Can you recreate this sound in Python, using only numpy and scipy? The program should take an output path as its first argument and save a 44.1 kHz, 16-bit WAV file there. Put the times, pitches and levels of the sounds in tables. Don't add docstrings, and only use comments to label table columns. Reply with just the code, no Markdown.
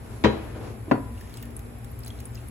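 import sys
import numpy as np
from scipy import signal
from scipy.fft import rfft, irfft, next_fast_len
from scipy.io import wavfile
from scipy.ndimage import uniform_filter1d, map_coordinates

SR = 44100
rng = np.random.default_rng(int(sys.argv[2]) if len(sys.argv) > 2 else 0)


def attenuation_scalar(level_db):
    decades = np.asarray(level_db, float) / 20
    return 10 ** decades


def generate_wav(sig):
    pcm = np.round(np.clip(np.atleast_2d(sig).T, -1, 1) * 32767).astype(np.int16)
    wavfile.write(sys.argv[1], SR, pcm)


N = 110250
TIME = np.arange(N) / SR
OPPOSITE = np.array([[1], [-1]])
SIDE_FROM_HZ = 250


def at_hz(points, hz):
    p = np.array(points)
    return np.interp(np.log(hz + 1), np.log(p[:, 0]), p[:, 1])


def over_time(points):
    s, db = np.transpose(points)
    return np.interp(TIME, s, db)


def rms_one(x):
    return x / np.sqrt(np.mean(x ** 2) + 1e-20)


def filtered(x, order, edge_hz, kind):
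    return signal.sosfilt(signal.butter(order, edge_hz, kind, fs=SR, output="sos"), x)


def coloured(points, alike):
    hz = np.fft.rfftfreq(N, 1 / SR)
    below, above = (points[0][0] / 2, -80), (points[-1][0] * 1.03, -80)
    colour = attenuation_scalar(at_hz([below] + list(points) + [above], hz))
    apart = np.array([np.ones(len(hz)), hz / np.hypot(hz, SIDE_FROM_HZ)])
    mid, side = irfft(rfft(rng.standard_normal((2, N))) * colour * apart, N)
    alike = np.clip(alike, -1, 1)
    return rms_one(np.sqrt(1 + alike) * mid + np.sqrt(1 - alike) * side * OPPOSITE)


def drift(rate):
    knots = rng.standard_normal(200)
    return map_coordinates(knots, [TIME * rate], order=3)


def ring(x, hz, t60):
    r, w = attenuation_scalar(-60 / (t60 * SR)), 2 * np.pi * hz / SR
    return signal.lfilter([0, np.sin(w)], [1, -2 * r * np.cos(w), r * r], x + 1e-18)


def fade(s, t60):
    t = np.maximum(TIME - s, 0)
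    return (1 - np.exp(-(t / .0004) ** 2)) * attenuation_scalar(-60 * t / t60)


def one_band(spectrum, low_hz, high_hz):
    hz = np.fft.rfftfreq(N, 1 / SR)
    return irfft(spectrum * (hz >= low_hz) * (hz < high_hz), N)


# (pitch [Hz], lead [radians])
LEFT_LEAD = [(2600, 0), (5000, -3.14), (6300, -6.1), (7600, -6.5), (8400, -9.33), (9650, -9.51),
             (10800, -12.4), (12100, -12.75), (12900, -15.61), (14300, -15.8), (14900, -18.7), (16500, -19)]


def microphone_lead(hz):
    return at_hz(LEFT_LEAD, hz) / 2 * OPPOSITE


# (pitch [Hz], level [dB per Hz])
AIR = [(18, -80), (30, -62), (45, -6), (54, -4.5), (112, -2.5), (151, -23.5), (224, -15), (260, -20.5),
       (301, -31), (2500, -35.5), (4500, -81), (5850, -66), (9900, -120)]
# (pitch [Hz], level [dB per Hz])
AIR_SIDE = [(18, -67), (30, -43), (119, -12), (301, -9.5), (747, -27.5), (996, -18), (6000, -37),
            (7800, -43), (13200, -120)]
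# (pitch [Hz], width [Hz], level [dB])
DRONES = [(62.8, 7.5, -43), (113.6, 11.8, -44), (235.3, 8.1, -50)]
# (pitch [Hz], level [dB], right side against left [ratio])
HUM = [(116.5, -45.5, 0.37), (292.5, -55, 0.025), (590, -86, -1.7), (666, -66.5, -2.6), (800, -67, 0.76)]
# (pitch [Hz], level [dB per Hz])
HISS = [(3500, -46), (5000, -3), (6500, -9), (9000, 10), (11000, 6), (13000, -1.5), (15000, 0.5),
        (15900, -21)]


def background():
    mid = attenuation_scalar(-43.5) * coloured(AIR, 0.99)[0]
    side = attenuation_scalar(-54) * coloured(AIR_SIDE, 0.95)[0]
    for hz, width, db in DRONES:
        mid = mid + attenuation_scalar(db) * rms_one(ring(rng.standard_normal(N), hz, 2.13 / width))
    tilt = 0.05
    out = np.array([(1 + tilt) * mid + side, (1 - tilt) * mid - side])
    for hz, db, sign in HUM:
        tone = attenuation_scalar(db + 2.0 * drift(22.5)) * np.sin(2 * np.pi * hz * TIME)
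        out += tone * [[1.4], [1.1 * sign]]
    return out + attenuation_scalar(-57 + 1.0 * drift(12.73)) * coloured(HISS, .9995)


# (low edge [Hz], high edge [Hz], changes [per s], shut below this wander [spreads])
PATCHY = [(12900, 13600, 20, -.9), (13600, 14400, 17, -.4), (14400, 15000, 16, 0), (15000, 15500, 14, -.5),
          (15500, 16000, 18, -.3)]


def patchy(hiss):
    mid = rfft(hiss.mean(axis=0))
    for low_hz, high_hz, rate, shut in PATCHY:
        after_knocks = sum(9 * fade(s + .015, .45) for s, _, _ in KNOCKS)
        closed = uniform_filter1d((drift(rate) - after_knocks < shut) * .97, size=500)
        hiss = hiss - closed * one_band(mid, low_hz, high_hz)
    return hiss


# (time [s], level [dB])
SLIDE = [(0, -47.5), (.11, -45.5), (.2, -45), (0.448, -47.5), (0.54, -42), (.572, -37), (.594, -40.5),
         (.62, -37), (0.674, -38), (0.72, -44), (0.77, -45.5), (0.862, -49), (.884, -44), (.9, -41.5),
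         (0.979, -47), (1.02, -46), (1.3, -48.5)]
# (pitch [Hz], level [dB per Hz])
SLIDE_COLOUR = [(88, 12), (150, -7.5), (419, -0.5), (533, -6.5), (7580, -39.5), (9000, -45), (11700, -92),
                (19800, -120)]


def slide():
    level_db = over_time(SLIDE) + 0.99 * drift(75)
    return attenuation_scalar(level_db) * coloured(SLIDE_COLOUR, 0.48) * attenuation_scalar([[1.5], [-1.5]])


# (time [s], level [dB])
RUSTLE = [(0, -62), (.13, -53), (.22, -58.5), (.54, -60), (.6, -64), (.674, -51), (.72, -54.5), (.78, -70),
          (.85, -71)]
# (pitch [Hz], level [dB per Hz])
RUSTLE_COLOUR = [(500, -2), (1000, 4.5), (3000, -11), (7500, -11), (9000, -23), (11700, -84)]
# (time [s], peak level [dB], pitch [Hz], 60 dB fade [s])
BUMPS = [
    (0.569, -31, 325, 0.058),
    (.603, -34.5, 459, 0.11),
    (0.881, -27, 312, 0.079),
    (.883, -41, 640, 0.039),
]


def rustle():
    out = attenuation_scalar(over_time(RUSTLE) + 1.8 * drift(45.6)) * coloured(RUSTLE_COLOUR, 0.29)
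    for s, db, hz, t60 in BUMPS:
        out = out + attenuation_scalar(db) * fade(s, t60) * np.sin(2 * np.pi * hz * (TIME - s))
    return out


# (delay [s], level [dB])
CONTACTS = [
    [(-.0005, -11), (.002, -5), (.0052, 3.5), (.0145, -9), (.032, -18), (.058, -24)],
    [(-.0005, -11), (.0045, 5.5), (.011, -2.5), (.018, -10), (.031, -12), (.049, -15), (.066, -16)],
]
# (pitch [Hz], level [dB], fade [s], of which 0.3 is the time to die by 60
# dB)
BODIES = [
    [(70.3, -16, 1), (125, -9.5, 0.79), (218.7, -4.5, 0.32), (279, -3, 0.14), (327.4, -3, 0.29),
     (413, -7.5, 0.84), (466, -5, 0.63), (539, -13, 0.34), (611, -12.5, 0.35), (810, -17, 0.41),
     (982, -8, 0.26), (1920, -11, 0.082), (2303, -14, 0.27), (3100, -20, 0.33)],
    [(118.8, -2, 0.39), (214.5, -20, 1), (265, 5, 0.25), (306, 1, 0.23), (333, -16, 0.62),
     (534, -17.5, 0.71), (677, -5.5, 0.33), (954, -0.5, 0.067), (1040, -12, .12), (1147, -14, .15),
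     (1270, -11, 0.14), (1747, -9, 0.13), (1980, -21, .12), (2660, -13.5, 0.11)],
]


def struck_body(k, s):
    body = np.zeros((2, N))
    delay, touch_db = np.transpose(CONTACTS[k])
    for hz, mode_db, t60 in BODIES[k]:
        clicks = np.zeros((2, N))
        late = int((hz < 150) * 1.46 * SR / hz)
        lag = rng.integers(0, 12, (2, 1)) + late
        at = ((s + delay) * SR).astype(int) + lag
        clicks[[[0], [1]], at] = attenuation_scalar(touch_db + mode_db + rng.normal(0, 1.7, (2, 1)))
        body += ring(clicks, hz, t60 * 0.3)
    return filtered(body, 1, [5100, 4030][k], "low")


# (pitch [Hz], level [dB per Hz])
RATTLES = [
    [(59, -17), (100, -5.5), (367, 0), (1290, -14), (3200, -22), (7600, -41), (9000, -51), (11700, -106),
     (19800, -120)],
    [(59, -14), (100, -33), (298, 0), (1130, -21.5), (2230, -39.5), (4480, -57), (9000, -69), (11700, -84),
     (19800, -120)],
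]


def rattle(k, s):
    rattle_db, rattle_t60 = [-7, -3.5][k] - 5.0, [0.065, 0.041][k]
    tail_db, tail_t60 = [-25, -22][k], [0.95, 0.19][k]
    crack_db, crack_t60 = [-5, -2][k], [0.007, 0.049][k]
    bounces = sum(attenuation_scalar(db) * fade(s + delay, rattle_t60) for delay, db in CONTACTS[k])
    burst = attenuation_scalar(rattle_db) * bounces + attenuation_scalar(tail_db) * fade(s, tail_t60)
    noise = coloured(RATTLES[k], 0.21)
    bright = rms_one(filtered(noise, 2, 945, "high"))
    return burst * noise + attenuation_scalar(crack_db) * fade(s - .001, crack_t60) * bright


# (which knock, pitch [Hz], level [dB], 60 dB fade [s])
GLASS = [
    (0, 3977, -25.5, 0.29),
    (0, 7020, -46, 0.4),
    (1, 4430, -31, 0.087),
    (0, 6200, -57.5, .3),
    (0, 2500, -43, 0.82),
    (1, 997, -32.5, 1),
]


def glass_ring(k, s):
    out = np.zeros((2, N))
    for which, hz, db, t60 in GLASS:
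        if which == k:
            out += attenuation_scalar(db) * fade(s, t60) * np.sin(2 * np.pi * hz * TIME + np.array([[0], [.8]]))
    return out


# (time [s], peak level [dB], left over right [dB])
KNOCKS = [
    (0.24, -4.5, 5),
    (0.913, -8.5, 3),
]


def knocks():
    out = np.zeros((2, N))
    for k, (s, db, pan_db) in enumerate(KNOCKS):
        hit = attenuation_scalar([-8, -14.5][k]) * struck_body(k, s) + rattle(k, s) + glass_ring(k, s)
        hit = filtered(hit, 2, [40, 9000], "band")
        hit += attenuation_scalar(-37) * fade(s, 0.046) * rng.standard_normal(N)
        low = filtered(hit, 1, 1800, "low")
        out += attenuation_scalar(db) * (hit + (attenuation_scalar(pan_db / 2 * OPPOSITE) - 1) * low)
    return out


# (time [s], level [dB])
FIZZ = [(1.1, -68), (1.21, -56), (1.268, -59.5), (1.359, -55.5), (1.45, -61.5), (1.5, -66.5), (1.97, -67.5),
        (2.07, -59.5), (2.14, -64), (2.198, -57), (2.28, -70), (2.36, -57), (2.45, -63.5)]


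def fizz():
    bursts = rng.random(N) < 4000 / SR
    sizes_db = 3.0 * np.minimum(rng.exponential(1, N), 4)
    pops = bursts * attenuation_scalar(sizes_db) * rng.choice([-1, 1], N)
    dealt = rng.integers(0, 16, N)
    pitches = np.geomspace(2200, 8000, 16)
    rings = sum(ring(pops * (dealt == k), hz, 2.4 / hz) for k, hz in enumerate(pitches))
    return attenuation_scalar(over_time(FIZZ)) * rms_one(rings)


# (time [s], peak level [dB], centre pitch [Hz], broad part [dB])
TICKS = [(1.2096, -45, 1900, 8), (1.274, -52, 6500, 0), (1.296, -55, 6360, 13), (1.3403, -40, 4450, 4),
         (1.3615, -46, 7900, -6), (1.3712, -35.5, 8860, 2), (1.378, -47, 8050, -7),
         (1.4261, -34.5, 14900, 1.5), (1.4545, -42, 11000, 2), (1.5054, -47, 14500, 0),
         (1.5658, -25, 9500, -17), (1.5917, -39.5, 11300, 0), (1.785, -46, 12000, -3),
         (1.845, -42.5, 8800, 6), (1.9145, -41, 11900, -6), (1.9903, -37, 11650, -9), (2.004, -48, 8300, 6),
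         (2.034, -40, 4750, 0), (2.047, -37, 8600, -2), (2.0616, -37.5, 9600, 5), (2.071, -37.5, 4360, -2),
         (2.0786, -37.5, 10500, 5.5), (2.0914, -43, 11900, -4), (2.104, -53, 8000, 7),
         (2.199, -44, 8470, -7), (2.2033, -41, 11900, 7.5), (2.2542, -29, 9600, -10),
         (2.269, -42, 13500, -2), (2.319, -49, 7840, -8), (2.3465, -41, 13900, 1), (2.355, -45.5, 6950, 0),
         (2.4074, -50, 7500, -2.5), (2.472, -50, 12400, -6), (2.4837, -37.5, 10450, -4)]


def pulp_ticks():
    out, n = np.zeros((2, N + 4000)), np.arange(4000) / SR
    for s, db, hz, broad_db in TICKS:
        noise = rng.standard_normal(4000) + .55 * rng.standard_normal((2, 4000))
        noise = noise * attenuation_scalar(-60 * n / 0.03)
        wide = 0.21
        edges = [hz * (1 - wide / 2), min(hz * (1 + wide / 2), 17000)]
        tick = filtered(noise, 2, edges, "band")
        broad = filtered(noise, 1, 1800, "high")
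        tick = tick / abs(tick).max() + attenuation_scalar(broad_db) * broad / abs(broad).max()
        start = int(s * SR)
        out[:, start:start + 4000] += attenuation_scalar(db + 0.5) * tick
    return out[:, :N]


# (time [s], peak level [dB], pitch [Hz])
DROPS = [(1.1773, -44, 2780), (1.3727, -42, 3340), (1.3715, -40, 5030), (1.3834, -41.5, 2830),
         (1.432, -43, 2850), (1.432, -43.5, 1795), (1.458, -51, 2790), (2.084, -38, 6100),
         (2.1036, -33.5, 3220), (2.189, -42, 4000), (2.354, -35, 4920), (2.376, -39.5, 2670)]


def drops():
    out, n = np.zeros((2, N + 4000)), np.arange(4000) / SR
    for s, db, hz in DROPS:
        t60 = 85 / hz
        rising = n + .04 * n ** 2 / t60
        sine = np.sin(2 * np.pi * hz * rising - microphone_lead(hz))
        sine = sine * (1 - np.exp(-n / 0.00076))
        splash = filtered(rng.standard_normal(4000), 1, [hz * .88, hz * 1.25], "band")
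        sine += attenuation_scalar(-10) * rms_one(splash)
        start = int(s * SR)
        out[:, start:start + 4000] += attenuation_scalar(db - 2 - 60 * n / t60) * sine
    return out[:, :N]


def room_echo(x):
    t60, wall_hz = 0.38, 3870
    size = next_fast_len(N + SR)
    hz = np.fft.rfftfreq(size, 1 / SR)
    dull, out = 1 / (1 + 1j * hz / wall_hz), np.zeros((2, len(hz)), complex)
    for k, lag in enumerate(rng.uniform(.011, .04, 16)):
        loop = attenuation_scalar(-60 * lag / t60) * dull * np.exp(-2j * np.pi * hz * lag)
        out[k % 2] += loop / (1 - loop) * (-1) ** (k // 2)
    out -= (out - out.mean(axis=0)) * SIDE_FROM_HZ / np.hypot(hz, SIDE_FROM_HZ)
    return irfft(out * rfft(x, size) / np.hypot(1, (hz / 6000) ** 2), size)[:, :N]


def scene():
    squeeze = (fizz() + pulp_ticks() + drops()) * attenuation_scalar(.1 * OPPOSITE)
    near = slide() + rustle() + knocks() + squeeze
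    return near + attenuation_scalar(-14.5) * room_echo(near.mean(axis=0)) + patchy(background())


# (low edge [Hz], high edge [Hz], needed over usual level [dB])
HOLES = [(4150, 4500, -1.5), (4800, 5150, -1.5), (5500, 5750, -1), (5900, 6200, -1.5), (8450, 8950, 4),
         (8950, 9600, 5), (12950, 13700, 4), (13700, 14350, .5)]


def holes(x):
    mid = rfft(x.mean(axis=0))
    for low_hz, high_hz, pass_db in HOLES:
        band = one_band(mid, low_hz, high_hz)
        level = np.sqrt(uniform_filter1d(band ** 2, size=1100) + 1e-20)
        faint = 1. * (level < attenuation_scalar(pass_db) * np.median(level))
        x = x - band * uniform_filter1d(faint, size=300)
    return x


def band_limit(x):
    return signal.sosfilt(signal.butter(12, 16960, fs=SR, output="sos"), x)


def record(dry):
    hz = np.fft.rfftfreq(N, 1 / SR)
    rounded = 1.6 * np.tanh(dry / 1.6)
    reach = (hz < 16000) / (1 + (34 / (hz + 1)) ** 4)
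    x = irfft(rfft(rounded) * np.exp(1j * microphone_lead(hz)) * reach, N)
    return band_limit(holes(x))


dry = scene()
out = record(dry)
generate_wav(out)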